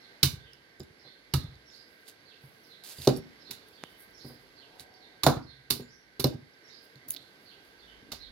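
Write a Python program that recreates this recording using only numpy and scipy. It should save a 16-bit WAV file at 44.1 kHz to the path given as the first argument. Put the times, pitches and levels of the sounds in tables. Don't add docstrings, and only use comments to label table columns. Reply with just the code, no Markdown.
import sys
import numpy as np
from scipy import signal
from scipy.fft import rfft, irfft, next_fast_len
from scipy.io import wavfile
from scipy.ndimage import uniform_filter1d, map_coordinates

SR = 44100
rng = np.random.default_rng(int(sys.argv[2]) if len(sys.argv) > 2 else 0)


def digitize_waveform(pressure):
    field = np.atleast_2d(pressure).T
    bounded = np.clip(field, -1, 1)
    quanta = np.round(bounded * 32767).astype(np.int16)
    wavfile.write(sys.argv[1], SR, quanta)


def volts_from_decibels(level):
    exponent = np.asarray(level, float) / 20
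    return 10 ** exponent


N = 366471

# t/s, peak/dB, sizzle above 8 kHz/dB, dull part/dB, after-splitting/dB
DEEP_CUTS = [
    (0.2307, -4, -12.5, -19.5, -10.5),
]
QUICK_CUTS = [
    (1.3372, -14.5, -12.5, -12, -12),
    (3.0732, -15, -17, -10, -10.5),
    (5.2646, -11, -13.5, -4, -9.5),
    (6.242, -14.5, -17.5, -18.5, -16),
]
SLICES = [
    (5.234, -17.5, -12, -8.5, -19.5),
    (5.703, -23.5, -7.5, -10.5, -2.5),
    (5.7071, -21, -10, -14.5, -7),
    (6.2026, -31, -6.5, -11, -10),
]
GRAZES = [
    (3.5085, -26.5, -11, -18, -20),
    (6.1968, -27, -8, -11.5, -10.5),
    (8.1184, -30, -16, -10, -5.5),
]
# rise/s, t60/s
TEARING = [
    (.004, 0.012),
    (0.0013, 0.015),
    (.0032, 0.04),
    (.006, .03),
]
# f/Hz, density/dB
BITE_COLOUR = [(1180, -48.5), (2000, -13.5), (2830, -8.5), (2970, -4.5), (3230, -16), (3590, -1),
               (4450, -0.5), (5650, -7), (9000, -20), (11700, -64.5), (19800, -120)]
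SIZZLE_COLOUR = [(4410, -24.5), (7500, -19), (10100, -3), (13700, -4), (15700, -9), (16300, -15),
                 (16500, -40)]
DULL_COLOUR = [(500, -24.5), (900, 12.5), (1500, 10), (2300, -2), (3200, -37.5)]

# t/s, peak/dB, shell/dB, hollow knock/dB, log boom/dB
FREE_BLOWS = [(0.231, -26, -10.5, -19, -1.5), (1.049, -63.5, 3, 9.5, -19),
              (1.339, -22.5, -12.5, -17.5, -2.5), (2.985, -46, -6.5, -12, 0.5), (3.073, -30, 9, 0.5, -9),
              (3.497, -58.5, 8, -10, -1.5), (4.246, -46.5, 1, -5, -8), (4.3, -54, -1, 4, -21),
              (5.237, -42.5, 8, 7, 3.5), (5.265, -20.5, -0.5, 4.5, -7.5), (5.704, -41.5, 3.5, -4, -1.5),
              (6.956, -55.5, -17, -5, -34.5)]
PRESSED_BLOWS = [(0.8, -47, 4, 0, 2), (2.437, -48, -26, -6.5, -11.5), (3.078, -25, 0.5, 2.5, -7.5),
                 (5.759, -46, 4.5, -9, -10), (5.797, -50, 12.5, -12, -12), (6.1956, -40, 5.5, 0, -3),
                 (6.243, -21.5, 0.5, 1.5, -13), (8.118, -56.5, 6.5, 8, 3.5), (7.09, -57.5, 0.5, -5, -14),
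                 (7.2, -60.5, -5, -8, -12), (4.8, -59.5, 0, -5, 1)]
FREE_DAMPING, PRESSED_DAMPING = 0.74, 1.23
# f/Hz, level/dB, t60/s
NUT_MODES = [(134.9, -11, 0.38), (136.2, -2.5, 0.18), (134, -25, 1.1)]
SHELL_MODES = [(249.7, 2.5, 0.16), (323, -0.5, 0.079), (344, 1.5, 0.054), (387, 7.5, 0.086), (434, -2, .08)]
HOLLOW_MODES = [(485, 6.5, 0.13), (592, 3.5, 0.074), (679.5, 8.5, 0.024), (748, 0.5, 0.096),
                (774, -11, 0.046), (977, -4.5, 0.13), (1294, -17, 0.028)]
LOG_MODES = [(63.3, -11, 0.61), (83.5, -1, 0.28)]
# f/Hz, density/dB
KNOCK_COLOUR = [(350, -28.5), (520, 2), (700, 2.5), (1000, -2), (1400, -10), (2000, -24)]
THUD_COLOUR = [(120, -23.5), (190, 1), (300, 6), (450, -13.5), (650, -8)]
# delay/s, nut/dB, log/dB
WALLS = [
    (.094, -11, -9.5),
    (.132, -25.5, -20),
    (.172, -27.5, -32),
    (.21, -38, -24.5),
]
# f/Hz, t60/s
YARD_DECAY = [(150, 0.34), (1000, 0.22), (4000, 0.16), (12000, 0.11)]

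# t/s, peak/dB, f/Hz, t60/s
POPS = [
    (3.0722, -11.5, 560, .012),
    (3.0768, -4, 428, 0.012),
    (5.2655, -4, 700, .012),
    (5.2335, -27, 1100, .015),
    (8.1325, -33, 650, 0.0094),
    (8.028, -46, 250, .03),
    (8.089, -45, 290, 0.025),
    (6.2445, -15, 530, 0.013),
    (1.3375, -26, 327, 0.022),
]
# t/s, level/dB, t60/s
SPLIT = (5.275, -27, 0.29)
# f/Hz, density/dB
SPLINTER_COLOUR = [(300, -20), (500, -3), (800, 0.5), (1500, -1.5), (1800, -20.5)]
# peak t/s, peak/dB, rise/s, fall/s
TURNS = [
    (7.1, -60.5, 0.23, 0.28),
    (8.09, -59, 0.11, 0.095),
]

# t/s, peak/dB, f/Hz, spit above 8 kHz/dB
SNAPS = [(0.5335, -37.5, 5140, -14.5), (0.7974, -43, 7290, -1.5), (0.8037, -32.5, 5050, -22),
         (0.833, -40.5, 3930, -14), (1.555, -42.5, 4620, -33), (1.701, -44, 3580, -29),
         (3.6855, -47.5, 10000, -2), (3.677, -58, 10300, -3), (4.036, -50, 11460, -3),
         (4.94, -45, 5400, -20), (6.269, -40, 5000, 5), (2.0697, -45, 3790, -18.5),
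         (2.8374, -37, 4080, -10.5), (2.8667, -44, 4360, -9), (2.8727, -41, 4780, -8),
         (2.888, -42, 4900, -8), (2.902, -42, 4500, -6), (2.947, -48, 4600, 3), (3.0483, -34, 4450, -6),
         (3.054, -37, 4900, -7.5), (3.062, -38, 4300, -10), (2.9831, -42, 4730, -5),
         (3.0185, -29, 3800, -14), (3.0196, -31.5, 4650, -14), (3.1637, -31.5, 5410, -14),
         (3.5444, -39.5, 4330, -19), (4.7966, -31.5, 3870, -9.5), (6.538, -51, 5300, -28),
         (6.957, -41.5, 4320, -17)]
TORN_STRIP = [(7.0825, -52, 6200, 10), (7.0856, -42, 6240, 10), (7.0877, -45, 6000, 10),
              (7.094, -47, 6100, 12), (7.102, -47, 5000, 12), (7.1061, -33.5, 3700, 17.5),
              (7.11, -48, 5000, 12), (7.1165, -48, 5000, 12), (7.1192, -44, 5200, 13),
              (7.1235, -48, 3600, 12), (7.1326, -45, 3560, 6), (7.1378, -30, 4200, -10),
              (7.141, -42, 4000, 6), (7.1476, -26, 4180, -16), (7.1638, -23, 4100, -26),
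              (7.167, -25, 3540, -25), (7.1706, -27, 3800, -23)]
# f/Hz, density/dB
SPIT_COLOUR = [(5000, -21), (6800, -16), (8100, -25), (9400, -11), (13100, 0), (15900, -6), (16700, -14)]
# t/s, peak/dB
KNUCKLE = [
    (3.837, -16.5),
]
# f/Hz, level/dB
DRY_COLOUR = [(88, -34), (150, 3), (1980, -4), (4620, -12), (5830, -15), (6890, -11.5), (8000, -22),
              (9600, -17), (12500, -26), (17600, -120)]
# t/s, f/Hz, level/dB, t60/s
STEEL = [(0.798, 7100, -55, .15), (1.337, 2930, -20, .017), (2.865, 7100, -62.5, .15),
         (2.983, 4770, -44, .12), (2.983, 3630, -49, .063), (2.99, 7160, -62, .15), (3.02, 2750, -56, .1),
         (3.073, 4290, -16, .016), (3.073, 5780, -16.5, .016), (3.135, 5500, -50, 0.36),
         (3.168, 11000, -43, .09), (3.168, 12800, -43, .08), (3.51, 7070, -52, .21),
         (4.945, 4600, -53, 0.13), (5.241, 6990, -32.5, .22), (5.82, 7050, -59, .33),
         (6.1965, 4110, -23, .012), (6.2413, 4130, -18.5, 0.039), (6.2415, 5350, -22, .03),
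         (6.242, 12100, -23, 0.048), (8.119, 4400, -34, .03),
         (.2312, 3800, -5, .013),
    (.2314, 4400, -9, .011),
]

# peak t/s, peak/dB, rise/s, fall/s
SCRAPES = [
    (1.75, -71, 0.043, 0.14),
    (2.085, -55, 0.029, 0.051),
    (3.175, -57.5, 0.08, 0.034),
    (3.53, -57.5, .02, 0.049),
    (4.805, -52.5, 0.017, 0.041),
    (7.18, -70, .05, 0.2),
    (8.16, -75, .03, 0.054),
]
RUSTLES = [(2.01, -68.5, 0.21, 0.065), (2.45, -67.5, 0.069, 0.17), (2.67, -68, 0.11, 0.14),
           (3.68, -74, 0.11, 0.36), (4.02, -62, .17, 0.095), (4.29, -63, 0.13, 0.1),
           (4.42, -72.5, 0.073, 0.21), (4.76, -74.5, .02, 0.041), (6.846, -63.5, 0.045, 0.086),
           (7.46, -75.5, 0.35, 0.16), (7.65, -76, 0.084, .5)]
# t/s, level/dB
PRYING = [
    (2.834, -71),
    (2.84, -56.5),
    (2.885, -52),
    (2.93, -54.5),
    (2.97, -57.5),
    (3.02, -53.5),
    (3.035, -53),
    (3.053, -45.5),
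    (3.066, -51.5),
    (3.072, -60.5),
]
# f/Hz, density/dB
DRAG_COLOUR = [(410, -21.5), (700, -14), (1470, -21), (1590, -18), (2180, -15.5), (4700, -5.5), (5580, -12),
               (12500, -10), (15700, -15), (16500, -38.5)]
FADE_DB = 20

# delay/s, length/s, first f/Hz, last f/Hz, level/dB
WHIP = [(0.0011, .07, 5600, 5105, -1), (0.061, .045, 3850, 4900, 4), (.045, .022, 6900, 3900, -3),
        (0.098, 0.072, 4900, 4860, -1)]
DROP = [(0, 0.0438, 4570, 4190, 0.19), (.025, 0.06, 4314, 2666, 0.88)]
CHIRP = [(-.045, 0.026, 5640, 4120, -5), (.005, .045, 4180, 4130, 0), (.025, 0.038, 3850, 3490, -3)]
STEPS = [(0, .025, 4800, 4100, 2), (.03, .05, 3544, 3570, 3.5), (.085, .05, 3150, 2950, 4)]
RISE = [(0, 0.057, 4710, 6030, 2), (0.058, 0.061, 5490, 5700, -4)]
# t/s, level/dB
WHIP_TIMES = [(1.655, -59), (4.125, -57.5), (6.63, -58.5)]
DROP_TIMES = [(2.25, -60.5), (4.553, -60), (7.444, -59.5)]
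CHIRP_TIMES = [(.002, -59), (1.03, -54.5), (2.68, -55.5), (3.44, -52.5), (4.995, -58), (5.455, -56),
               (8.19, -51), (1.36, -53.5), (7.15, -57)]
STEPS_TIMES = [(.36, -65.5), (3.73, -63.5), (7.78, -63.5)]
RISE_TIMES = [(5.871, -63)]

# t/s, level/dB, f/Hz
MOTOR = [
    (4.45, -75.5, 706),
    (4.614, -72, 661),
    (4.764, -61.5, 748),
    (5.2, -67.5, 723),
]
# t/s, level/dB
HUM_LEVEL = [(0, -60), (.56, -62.5), (1.2, -61.5), (2.1, -61.5), (3.2, -59.5), (4.8, -60.5), (6.1, -64.5),
             (7, -59.5), (8.31, -60.5)]
# f/Hz, density/dB
HUM_COLOUR = [(18, -43.5), (30, -22), (101, -8), (206, -7), (255, -5), (467, -2.5), (547, -7.5),
              (772, -9.5), (953, -12), (1530, -11.5), (3570, -12.5), (4650, -11.5), (7670, -31),
              (12000, -27), (15600, -39), (16000, -60.5)]
# f/Hz, width/Hz, level/dB
WHINES = [(1570, 110, -65.5), (4560, 110, -76), (2038, 420, -65), (9700, 540, -82)]
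# peak t/s, peak/dB, rise/s, fall/s
RUMBLE_SWELLS = [
    (.3, -71.5, 0.13, 0.21),
    (1.39, -53, 0.15, 0.26),
    (3.33, -74.5, 0.36, 4.4),
    (5.28, -81, 0.27, 0.59),
    (8.31, -54, 0.33, 0.49),
]
RUMBLE_FLOOR_DB = -81.5
# f/Hz, likeness/1
LIKENESS = [(60, 0.29), (200, 1), (700, 0.49), (1500, 0.16), (3000, 0.61), (7000, 0.36)]
# f/Hz, width/Hz, level/dB
PORT_RESONANCE = (4300, 2000, 6)


def unit(x):
    return x / np.sqrt(np.mean(x ** 2) + 1e-20)


def along(points, hz):
    f, v = np.transpose(points)
    return np.interp(np.log(hz + 1), np.log(f + 1), v)


def curve(rows, axis, off=None):
    rows = np.asarray(rows)
    return np.interp(np.arange(N) / SR, rows[:, 0], rows[:, axis], off, off)


def wobble(rate_hz):
    knots = rng.standard_normal(int(N * rate_hz / SR) + 4)
    return map_coordinates(knots, [np.arange(N) * rate_hz / SR])


def filtered(x, response):
    m = next_fast_len(x.shape[-1] + 4096)
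    return irfft(rfft(x, m) * response(np.fft.rfftfreq(m, 1 / SR)), m)[..., :x.shape[-1]]


def hiss(colour, size):
    points = [(0.71, -120)] + list(colour) + [(SR / 2, -120)]
    return unit(filtered(rng.standard_normal(size), lambda hz: volts_from_decibels(along(points, hz))))


def lumpy(size, width):
    return unit(uniform_filter1d(rng.standard_normal(size), size=width))


def add(track, s, x):
    part = track[..., max(round(s * SR), 0):][..., :x.shape[-1]]
    part += x[..., :part.shape[-1]]


def swells(rows):
    t = np.arange(N) / SR
    total = np.zeros(N)
    for s, db, rise_s, fall_s in rows:
        total += volts_from_decibels(db - FADE_DB * np.maximum((s - t) / rise_s, (t - s) / fall_s))
    return total


def ring(modes, t, damping, spread_db):
    total = np.zeros(len(t))
    for hz, db, t60 in modes:
        level = volts_from_decibels(db + spread_db * rng.normal() - 60 * t * damping / t60)
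        total += level * np.sin(2 * np.pi * hz * (1 + 0.018 * rng.normal()) * t)
    return total


def yard(x, stretch, size):
    hz, t, z = signal.stft(rng.standard_normal((2, size)), SR, nperseg=256)
    decay = volts_from_decibels(-60 * t / (stretch * along(YARD_DECAY, hz)[:, None]))
    tail = signal.istft(z * decay, SR, nperseg=256)[1]
    return signal.fftconvolve(x[None], tail / np.linalg.norm(tail[0]), axes=1)


def cuts():
    out, t = np.zeros((2, N)), np.arange(SR // 4) / SR
    strokes = zip((DEEP_CUTS, QUICK_CUTS, SLICES, GRAZES), TEARING)
    rows = [(*row, *kind) for table, kind in strokes for row in table]
    for s, db, sizzle_db, dull_db, after_db, rise_s, t60 in rows:
        age = np.maximum(t - rise_s, 0)
        attack = np.clip(t / rise_s, 0, 1)
        shape = attack ** 2 * (volts_from_decibels(-60 * age / t60) + volts_from_decibels(after_db - 60 * age / 0.15))
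        lumps = volts_from_decibels(2.5 * lumpy(len(t), 70))
        bite, sizzle, dull = (hiss(c, (3, len(t))) for c in (BITE_COLOUR, SIZZLE_COLOUR, DULL_COLOUR))
        tear = shape * (bite + volts_from_decibels(sizzle_db + 8.0) * sizzle)
        tear = tear + volts_from_decibels(dull_db - 2.5 - 60 * age / 0.1) * attack * dull
        burst = volts_from_decibels(db - 8.5) * lumps * (tear[0] + 1.035 * tear[1:])
        add(out, s - rise_s / 2, burst)
        add(out, s + 0.0043, volts_from_decibels(-10) * yard(burst[0], 1.73, size=SR // 4))
        add(out, s + 0.092, volts_from_decibels(-34) * yard(burst[1], 0.57, size=SR // 8))
    return out


def thumps():
    out, t = np.zeros((2, N)), np.arange(SR // 2) / SR
    onset = 1 - np.exp(-t / 0.0019)
    grip = volts_from_decibels(-15 / (1 + np.exp((0.05 - t) / 0.0023)))
    echo = np.sin(np.pi * np.clip(t / 0.03, 0, 1)) ** 2
    rows = [(*row, FREE_DAMPING) for row in FREE_BLOWS]
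    rows += [(*row, PRESSED_DAMPING) for row in PRESSED_BLOWS]
    for s, db, shell_db, hollow_db, log_db, damping in rows:
        bodies = (NUT_MODES, LOG_MODES, SHELL_MODES, HOLLOW_MODES)
        nut, log, shell, hollow = (ring(modes, t, damping, 1.2) for modes in bodies)
        water = unit(uniform_filter1d(lumpy(len(t), 900), size=900))
        slosh = volts_from_decibels(5.4 * np.clip(t / 0.1, 0, 1) * water)
        nut = volts_from_decibels(db + 5.0) * grip * slosh * nut
        log = volts_from_decibels(db + log_db + 3.0) * grip ** 0.7 * log
        low = nut + log
        knock = (0.5 + 1.2 * volts_from_decibels(-60 * t / 0.067)) * hollow
        knock = knock + volts_from_decibels(2.5 - 60 * t * damping / 0.083) * hiss(KNOCK_COLOUR, len(t))
        thud = shell + volts_from_decibels(2.5 - 60 * t * damping / 0.13) * hiss(THUD_COLOUR, len(t))
        high = volts_from_decibels(db + shell_db - 3.5) * thud + volts_from_decibels(db + hollow_db - 9.5) * knock
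        add(out, s, onset * (low + high))
        add(out, s + 0.00419, yard(onset * (volts_from_decibels(-9) * high + volts_from_decibels(-22) * low), 1.22, size=SR // 4))
        for late_s, nut_db, boom_db in WALLS:
            returned = volts_from_decibels(nut_db) * (nut + volts_from_decibels(-9.5) * high) + volts_from_decibels(boom_db) * log
            add(out, s + late_s, echo * returned)
    return out


def pops():
    out, t = np.zeros((2, N)), np.arange(SR // 20) / SR
    for s, db, hz, t60 in POPS:
        level = volts_from_decibels(db + 4 - 60 * t / t60) * (1 - np.exp(-t / 0.0006))
        pop = -level * np.sin(2 * np.pi * hz * t)
        add(out, s, pop)
        add(out, s + 0.004, volts_from_decibels(-8.5) * yard(pop, 1.1, size=SR // 8))
    return out


def husk():
    s, db, t60 = SPLIT
    age = np.arange(N) / SR - s
    level = (age > 0) * volts_from_decibels(db - 60 * np.abs(age) / t60 + 2 * wobble(180))
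    split = level * (hiss(SPLINTER_COLOUR, N) + 0.5 * hiss(SPLINTER_COLOUR, (2, N)))
    return split + swells(TURNS) * volts_from_decibels(4.5 * wobble(30)) * hiss(THUD_COLOUR, N)


def blade():
    out, t = np.zeros(N), np.arange(SR // 4) / SR
    for s, hz, db, t60 in STEEL:
        beat = 1 + 0.408 * np.sin(2 * np.pi * rng.uniform(39.84, 90) * t)
        level = volts_from_decibels(db - 60 * t / t60) * (1 - np.exp(-t / 0.00069))
        add(out, s, level * beat * np.sin(2 * np.pi * hz * t))
    return out


def impulse(colour, at, size):
    points = [(1, -120)] + colour
    click = filtered(np.arange(size) == at, lambda hz: volts_from_decibels(along(points, hz)))
    return click / click.max()


def snaps():
    out, t = np.zeros((2, N)), np.arange(SR // 40) / SR
    release = impulse(SPIT_COLOUR + [(17500, -60)], 40, len(t))
    # spit colour, t60/s, click share, yard/dB
    rows = [(*row, SIZZLE_COLOUR, 0.006, 0, -8) for row in SNAPS]
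    rows += [(*row, SPIT_COLOUR, 0.0038, 1, -12) for row in TORN_STRIP]
    for s, db, hz, spit_db, colour, t60, click_share, yard_db in rows:
        tick = volts_from_decibels(-60 * t / t60) * (np.sin(2 * np.pi * hz * t) + 0.4 * hiss(BITE_COLOUR, len(t)))
        spit = volts_from_decibels(spit_db + 7.5 - 60 * t / 0.0043) * hiss(colour, len(t))
        crack = volts_from_decibels(db + 6.5) * (1 - np.exp(-t / 0.00074)) * (tick + spit)
        crack = crack + click_share * volts_from_decibels(db + spit_db + 2.5) * release
        add(out, s, crack)
        add(out, s + 0.0021, volts_from_decibels(yard_db) * yard(crack, 0.9, size=SR // 8))
    for s, db in KNUCKLE:
        click = impulse(DRY_COLOUR, len(t) // 2, len(t))
        add(out, s - t[-1] / 2 + 0.00088, volts_from_decibels(db) * click)
    return out


def scrapes():
    slips = volts_from_decibels(2.6 * wobble(900) + 1.2 * wobble(60))
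    drag = unit(slips * (hiss(DRAG_COLOUR, N) + 0.49 * hiss(DRAG_COLOUR, (2, N))))
    strokes = volts_from_decibels(2.2 * wobble(700) + 2.5 * wobble(26))
    brush = unit(strokes * (hiss(SIZZLE_COLOUR, N) + 0.89 * hiss(SIZZLE_COLOUR, (2, N))))
    drag_level = swells(SCRAPES) + volts_from_decibels(curve(PRYING, axis=1, off=-150))
    return volts_from_decibels(7.0) * drag_level * drag + volts_from_decibels(5.0) * swells(RUSTLES) * brush


def birds():
    out = np.zeros((2, N))
    phrases = (WHIP, DROP, CHIRP, STEPS, RISE)
    times = (WHIP_TIMES, DROP_TIMES, CHIRP_TIMES, STEPS_TIMES, RISE_TIMES)
    song = [(s, db, phrase) for phrase, sung in zip(phrases, times) for s, db in sung]
    for s, db, phrase in song:
        for late_s, length_s, first_hz, last_hz, note_db in phrase:
            u = np.linspace(0, 1, int(length_s * SR))
            rasp_hz = 175 * lumpy(len(u), 90)
            glide_hz = first_hz + (last_hz - first_hz) * (1 - np.cos(np.pi * u)) / 2
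            voice = np.sin(2 * np.pi * np.cumsum(glide_hz + rasp_hz) / SR)
            call = volts_from_decibels(db + note_db) * np.sin(np.pi * u) ** 0.5 * voice
            add(out, s + late_s, volts_from_decibels(-9) * call)
            add(out, s + late_s, volts_from_decibels(7.5) * yard(call, 3.1, size=SR // 2))
    return out


def motor():
    whine = np.sin(2 * np.pi * np.cumsum(curve(MOTOR, axis=2) + 25 * wobble(37)) / SR)
    rush = hiss([(450, -7), (600, -9), (950, -7), (1200, -34)], (2, N))
    return volts_from_decibels(curve(MOTOR, axis=1, off=-150)) * (0.72 * whine + 0.92 * rush)


def background():
    hum = hiss(HUM_COLOUR, (2, N)) * volts_from_decibels(curve(HUM_LEVEL, axis=1) + 2.0 + 0.58 * wobble(4.9))
    rumble_level = (volts_from_decibels(RUMBLE_FLOOR_DB) + swells(RUMBLE_SWELLS)) * volts_from_decibels(3 * wobble(2.4))
    rumble = hiss([(22, -11.5), (35, -4), (55, 0.5), (75, -21)], (2, N)) * rumble_level
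    for c, w, db in WHINES:
        sway_db = 1.5 * wobble(8.5)
        band = [(c - 2 * w, -40), (c - w / 2, -3), (c, 0), (c + w / 2, -3), (c + 2 * w, -40)]
        hum = hum + volts_from_decibels(db + sway_db) * hiss(band, (2, N))

    def mid_side(hz):
        angle = np.arccos(np.clip(along(LIKENESS, hz), 0, 1)) / 2
        return np.array([np.cos(angle), np.sin(angle)])

    mid, side = filtered(hum + rumble, mid_side)
    return np.array([mid + side, np.roll(mid - side, 10)])


def scene():
    chopping = cuts() + thumps() + pops() + husk() + blade()
    handling = snaps() + scrapes()
    return chopping + handling + birds() + motor() + background()


def top_cut(x):
    return signal.sosfilt(signal.butter(12, 16810, fs=SR, output="sos"), x)


def record(dry):
    c, w, db = PORT_RESONANCE

    def ports(f):
        peak = 1 + volts_from_decibels(db) * 1j * f * w / (c * c - f * f + 1j * f * w)
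        bass_cut = (1j * f / 60) ** 2 / (1 + 1.2j * f / 60 - (f / 60) ** 2)
        delay_s = 2e-5 + 2.5e-5 / (1 + (f / 3000) ** 2)
        left = volts_from_decibels(-1.22) * peak ** -1.15
        right = volts_from_decibels(0.37) * peak ** 0.16 * np.exp(-2j * np.pi * f * delay_s)
        return bass_cut * np.array([left, right])

    clipped = np.clip(filtered(dry, ports), -1, 1)
    return top_cut(filtered(clipped, lambda f: f < 16750))


dry = scene()
out = record(dry)
digitize_waveform(out)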